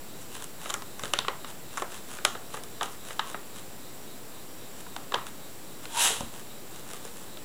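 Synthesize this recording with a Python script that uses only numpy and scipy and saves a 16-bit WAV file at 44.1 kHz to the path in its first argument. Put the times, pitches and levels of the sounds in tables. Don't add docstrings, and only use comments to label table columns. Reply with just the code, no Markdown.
import sys
import numpy as np
from scipy import signal
from scipy.fft import rfft, irfft
from scipy.io import wavfile

SR = 44100
rng = np.random.default_rng(int(sys.argv[2]) if len(sys.argv) > 2 else 0)


def store_pcm(level_fs):
    pcm = np.round(np.clip(level_fs, -1, 1) * 32767).astype(np.int16)
    wavfile.write(sys.argv[1], SR, np.atleast_2d(pcm).T)


N = 328104
TIME = np.arange(N) / SR
HIT_TIME = np.arange(4096) / SR

# (frequency [Hz], gain [dB])
AMBIENCE_SPECTRUM = [(25, -12.5), (60, -6), (130, 1), (350, 0.5), (600, -3.5), (1200, -9), (2200, -13),
                     (4500, -14.5), (6400, -18.5), (7400, -12.5), (8400, -17), (11300, -14.5),
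                     (12400, -18.5), (16000, -22)]
AMBIENCE_DB = -46

# (frequency [Hz], width [Hz], level [dB])
INSECT_TRILLS = [(5650, 18, -67), (7650, 410, -58.5), (11000, 350, -73)]
# (frequency [Hz], width [Hz], gain [dB])
WING_MODES = [(3840, 590, 0)]
FIRST_CHIRP_S, CHIRP_PERIOD_S, CHIRP_LENGTH_S, CHIRP_JITTER_S = 0.11, 0.267, 0.26, 0.0059

# (middle [s], length [s], sheet level before the swell [dB])
PAW_SCUFFS = [(0.22, 0.051, -55), (0.352, 0.055, -45.5), (0.422, 0.044, -48), (0.644, 0.056, -46),
              (0.704, 0.057, -49), (1.052, 0.08, -47), (1.492, 0.031, -47), (1.787, 0.078, -45.5),
              (1.949, 0.067, -47), (2.132, 0.094, -48), (2.553, 0.058, -46.5), (2.846, 0.042, -39.5),
              (2.923, 0.031, -48), (3.094, 0.075, -47), (3.294, 0.056, -46.5), (3.577, 0.042, -47.5),
              (4.786, 0.046, -50.5), (5.275, 0.024, -44.5), (5.84, 0.03, -47), (6.37, 0.068, -50.5),
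              (6.763, 0.074, -53), (6.922, 0.086, -49), (7.064, 0.054, -49), (7.2, 0.092, -55.5)]
# (frequency [Hz], gain [dB])
SHEET_SPECTRUM = [(100, -33), (350, -14), (650, -4.5), (950, 0.5), (1800, -1.5), (2300, -5.5), (2750, 4.5),
                  (3900, 2), (4600, -12), (8000, -33)]
# (frequency [Hz], gain [dB])
FIBRE_SPECTRUM = [(2500, -50), (4600, -9.5), (6000, -2), (7500, 2.5), (8800, 0), (10500, 0.5), (12500, -14),
                  (16000, -22)]
# (frequency [Hz], gain [dB])
HELD_PAPER = [(1500, 4.0), (3000, -3)]
EVEN_SCUFF_DB, HISS_DB_PER_DB = -49.5, 0.46

# (frequency [Hz], gain [dB])
ROOM_SPECTRUM = [(200, 0.5), (1200, -0.5), (3200, -6.0), (7000, -6.5), (12000, -9.0)]

# (time [s], panel level over 10 ms [dB], panel pitch [Hz],
#               crease re panel [dB], tick re panel [dB], hollow re panel [dB])
PAPER_SNAPS = [(0.442, -50, 1220, 1, 10, -14), (0.6577, -38.5, 1310, -5, -14, -6),
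               (0.6991, -40, 1210, 3, -0.5, -5), (0.7038, -34, 1140, -3.5, -1, -9),
               (0.7403, -31.5, 1430, -4.5, 0, -10.5), (0.8211, -41.5, 1110, -6, -7, -9),
               (0.9944, -40, 1220, -7, -3.5, -10), (1.0356, -36.5, 1240, -1, -4.5, -5),
               (1.0549, -40.5, 1420, -2, -3.5, -6), (1.1357, -26.5, 1520, 1, -3, -6.5),
               (1.1883, -30, 1200, 5, -4, -13), (1.2475, -37.5, 1220, -7, -20, -20),
               (1.2822, -25.5, 1130, -5.5, -17, -6.5), (1.4455, -39.5, 1200, -4, -12, -17),
               (1.773, -34, 1280, -13, -5, -20), (1.7775, -31.5, 1210, -18, -10.5, -14),
               (1.8204, -29.5, 1130, -13, -13, -3.5), (2.1863, -41, 1440, -13, -13, -7),
               (2.2498, -22.5, 1270, 0.5, -0.5, -9), (2.3507, -37.5, 1280, -9, -24.5, -3.5),
               (2.542, -37.5, 1160, -8, -12, -4), (2.5724, -41, 1380, -16, -15, -3),
               (2.6361, -49.5, 1260, 0.5, 5.5, -3), (2.8104, -29, 1140, -6.5, -19.5, -9.5),
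               (2.821, -30, 970, -19, -24.5, -18), (2.83, -39, 1060, 4, 2, -1),
               (3.1066, -40.5, 1360, -5, -14.5, -4.5), (3.1938, -25, 1120, -4, -16.5, -21),
               (3.3445, -33.5, 1220, -13, -27, -5), (4.866, -43.5, 890, -20, -15, -13),
               (4.9639, -34, 870, -6.5, -11.5, -6.5), (5.1208, -33, 1120, -9, -16.5, -8),
               (5.1404, -26, 1025, -6, -28, -8.5), (5.1434, -28, 970, -0.5, -11, -5.5),
               (5.1546, -29.5, 1030, -24, -23.5, -10), (5.1828, -39, 1050, -18, -24.5, -9),
               (5.8545, -45.5, 1570, 2, -4.5, -6), (6.0567, -29, 1080, -7, -8.5, -20),
               (6.2065, -37.5, 910, -9, -3.5, -13), (6.934, -44.5, 1310, -3, 0.5, -1),
               (7.051, -46, 1020, -12, 1.5, 3), (7.3715, -55, 1320, 9.5, -8, 0)]
# (multiple of its pitch, width before widening [Hz], level [dB])
PANEL_MODES = [(.82, 150, -9), (.98, 149, 2.5), (1.14, 181, -4), (1.52, 280, -6.5)]
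# (frequency [Hz], width before widening [Hz], level [dB])
CREASE_MODES = [(3020, 350, 3), (3450, 600, 0), (3680, 270, -3.5)]
# (frequency [Hz], width before widening [Hz], level [dB])
HOLLOW_MODES = [(446, 280, 0), (596, 210, -1.2)]
# (frequency [Hz], gain [dB])
TICK_SPECTRUM = [(1500, -6), (3800, -37), (5200, 1), (7200, 5.5), (8500, -2), (10500, -2), (12000, -12),
                 (13500, -25), (16000, -31)]
REFERENCE_FOLD_S, FOLD_DOUBLING_DB = 0.0013, 26

# (time [s], thud level over 10 ms [dB], slap re thud [dB])
PAW_THUDS = [(1.034, -39, 0), (1.186, -43, 0), (6.104, -49.5, 15), (6.207, -35.5, -3), (6.219, -45, 0),
             (6.234, -39, -19)]
# (frequency [Hz], width [Hz], gain [dB])
MAT_MODES = [(45, 24, 1), (124, 51, 1.5), (210, 60, 4)]

# (frequency [Hz], width [Hz], gain [dB])
BAG_MODES = [(942, 53, 0)]
PUSH_S, RELEASE_S, SLIDE_DB = 6.0, 6.079, -27.5
SPEED_UP_DB_PER_S, COAST_DB_PER_S = 252, 142
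SLIDE_HISS_DB, PUSH_HISS_DB = -0.1, 3.5
UNLOAD_DB, UNLOAD_S = -1, 0.0037

WHINE_HZ, WHINE_DB, TOP_HZ = 14947, -56.5, 15800


def undb(db):
    return 10 ** (np.asarray(db) / 20)


def level(x, db):
    return x * undb(db) / np.sqrt(np.mean(x ** 2))


def burst(x, db):
    return x * undb(db) * np.sqrt(SR / 100 / np.sum(x ** 2))


def add(out, s, x):
    i = max(int(s * SR), 0)
    out[i:i + len(x)] += x[:len(out) - i]


def positive_frequencies(count):
    return np.maximum(np.fft.rfftfreq(count, 1 / SR), 1)


def ring(x, modes):
    f = positive_frequencies(len(x))
    response = sum(undb(db) / (1 + 1j * (f / hz - hz / f) * hz / width) for hz, width, db in modes)
    return irfft(rfft(x) * response, len(x))


def colour(x, points):
    hz, db = np.transpose(points)
    f = positive_frequencies(len(HIT_TIME))
    cepstrum = irfft(np.log(undb(np.interp(np.log(f), np.log(hz), db))))
    half = len(HIT_TIME) // 2
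    cepstrum[1:half] *= 2
    cepstrum[half + 1:] = 0
    impulse_response = irfft(np.exp(rfft(cepstrum)))
    return signal.fftconvolve(x, impulse_response)[:len(x)]


def band(x, low_hz, high_hz):
    f = positive_frequencies(len(x))
    s = 1j * (f - low_hz * high_hz / f) / (high_hz - low_hz)
    return irfft(rfft(x) / (1 + np.sqrt(2) * s + s * s), len(x))


def ambience():
    return level(colour(rng.standard_normal(N), AMBIENCE_SPECTRUM), AMBIENCE_DB)


def insects():
    chirps = np.zeros(N)
    swell = np.hanning(int(CHIRP_LENGTH_S * SR))
    for s in np.arange(FIRST_CHIRP_S, TIME[-1] - CHIRP_JITTER_S, CHIRP_PERIOD_S):
        middle_s = s + CHIRP_JITTER_S * rng.standard_normal()
        add(chirps, middle_s - CHIRP_LENGTH_S / 2, swell)
    wing = ring(ring(rng.standard_normal(N), WING_MODES), WING_MODES)
    cricket = chirps * level(wing, -57.5)
    trills = sum(level(ring(rng.standard_normal(N), [(hz, width, 0)]), db)
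                 for hz, width, db in INSECT_TRILLS)
    return cricket + trills


def friction(rate, spread_db, smooth_db):
    slipping = rng.random(N) < rate / SR
    sign = rng.choice([-1, 1], N)
    size = undb(spread_db * np.minimum(rng.exponential(1, N), 3))
    drive = level(slipping * sign * size, 0) + level(rng.standard_normal(N), smooth_db)
    dispersion = np.exp(-1.2j * np.sqrt(np.fft.rfftfreq(N, 1 / SR)))
    drive = irfft(rfft(drive) * dispersion, N)
    return level(colour(drive, SHEET_SPECTRUM), 0), level(colour(drive, FIBRE_SPECTRUM), 0)


def scuffs():
    sheet, fibres = friction(rate=300, spread_db=5.0, smooth_db=-3)
    sheet = colour(sheet, HELD_PAPER)
    out = np.zeros(N)
    for s, length_s, db in PAW_SCUFFS:
        near = np.abs(TIME - s) < 2 * length_s
        swell = np.exp(-2 * ((TIME[near] - s) / length_s) ** 2)
        hiss_db = HISS_DB_PER_DB * (EVEN_SCUFF_DB - db)
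        rub = level(sheet[near], 0) + undb(hiss_db) * level(fibres[near], 0)
        out[near] += swell * undb(db) * rub
    return out


def room(x, wet_db, t60_s, ceiling_s, ceiling_db):
    t = np.arange(SR // 2) / SR
    arrival = np.clip((t - .005) / 0.004, 0, 1)
    tail = rng.standard_normal(len(t)) * arrival * undb(-60 * t / t60_s)
    response = undb(wet_db) * tail / np.sqrt(np.sum(tail ** 2))
    response[int(ceiling_s * SR)] += undb(ceiling_db)
    return colour(signal.fftconvolve(x, response)[:N], ROOM_SPECTRUM)


def buckle(fold_s, even, count):
    lag = rng.gamma(2, fold_s / 2, count)
    sign = rng.choice([-1, 1], count)
    size = sign * (even + rng.random(count)) * np.exp(-lag / fold_s / 2)
    push = np.zeros(len(HIT_TIME))
    index = np.minimum((lag - lag.min()) * SR, len(HIT_TIME) - 1).astype(int)
    np.add.at(push, index, size)
    return push


def strike(x, modes, db, scatter, widen):
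    total = 0
    for hz, width, share_db in modes:
        tuned_hz = hz * np.exp(scatter * rng.standard_normal())
        total = total + burst(ring(x, [(tuned_hz, widen * width, 0)]), share_db)
    return burst(band(total, 0.71 * modes[0][0], 1.194 * modes[-1][0]), db)


def snaps(widen, count):
    out = np.zeros(N)
    for s, db, pitch_hz, crease_db, tick_db, hollow_db in PAPER_SNAPS:
        fold_s = REFERENCE_FOLD_S * 2 ** (-tick_db / FOLD_DOUBLING_DB)
        quick = buckle(1.1 * fold_s, even=0.84, count=count)
        slow = buckle(1.368 * fold_s, even=0.35, count=count)
        flutter = rng.standard_normal(len(HIT_TIME)) * np.exp(-HIT_TIME / 0.0069)
        slow = burst(slow, 0) + burst(flutter, -3.5)
        quick = burst(quick, 0) + burst(flutter, -13.5)
        panel_modes = [(pitch_hz * multiple, width, g) for multiple, width, g in PANEL_MODES]
        panel = strike(slow, panel_modes, db, scatter=0.035, widen=widen)
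        crease = strike(quick, CREASE_MODES, db + crease_db, scatter=0.022, widen=widen)
        hollow = strike(slow, HOLLOW_MODES, db + hollow_db, scatter=0.096, widen=widen)
        tilt_db = 0.6 * (tick_db + 8)
        tilted = [(hz, g + tilt_db * np.log2(max(hz / 5000, 1))) for hz, g in TICK_SPECTRUM]
        tick = burst(colour(quick, tilted), db + tick_db)
        add(out, s, panel + crease + hollow + tick)
        creak = band(rng.standard_normal(len(HIT_TIME)), 2500, 10000) * np.exp(-HIT_TIME[::-1] / 0.0014)
        add(out, s - HIT_TIME[-1], burst(creak, db + tick_db - 18))
    return out


def thuds():
    out = np.zeros(N)
    push = HIT_TIME * np.exp(-HIT_TIME / 0.00072)
    for s, db, slap_db in PAW_THUDS:
        slap = band(rng.standard_normal(len(HIT_TIME)) * np.exp(-HIT_TIME / 0.01), 360, 700)
        add(out, s, burst(ring(push, MAT_MODES), db) + burst(slap, db + slap_db))
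    return out


def slide():
    before_s, after_s = np.maximum(PUSH_S - TIME, 0), np.maximum(TIME - RELEASE_S, 0)
    progress = np.clip((TIME - PUSH_S) / (RELEASE_S - PUSH_S), 0, 1)
    unload_db = UNLOAD_DB * np.minimum(after_s / UNLOAD_S, 1)
    db = SLIDE_DB - SPEED_UP_DB_PER_S * before_s - COAST_DB_PER_S * after_s + unload_db
    hiss_db = SLIDE_HISS_DB + PUSH_HISS_DB * np.sin(np.pi * progress)
    sheet, fibres = friction(rate=5000, spread_db=-0.5, smooth_db=-3.0)
    catch = level(band(rng.standard_normal(N), 30, 170), 0)
    stretched = np.clip(before_s / 0.05 + 1 - progress, 0, 2)
    drone = stretched * level(ring(rng.standard_normal(N), BAG_MODES), -7)
    return undb(db + 0.93 * catch) * (sheet + drone + undb(hiss_db) * fibres)


def scene():
    background = ambience() + insects()
    rubs = scuffs() + slide() + thuds()
    near = snaps(widen=0.88, count=36) + rubs
    radiated = snaps(widen=2.4, count=1) + rubs
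    reflected = room(radiated, wet_db=-5.5, t60_s=0.34, ceiling_s=.0155, ceiling_db=-27.5)
    mono = near + reflected + background
    return np.array([mono, mono])


def record(dry):
    whine = level(np.sin(2 * np.pi * WHINE_HZ * TIME), WHINE_DB)
    low_pass = signal.ellip(10, .1, 70, TOP_HZ, fs=SR, output="sos")
    offset = -.0096
    return signal.sosfilt(low_pass, dry + whine) + offset


dry = scene()
out = record(dry)
store_pcm(out)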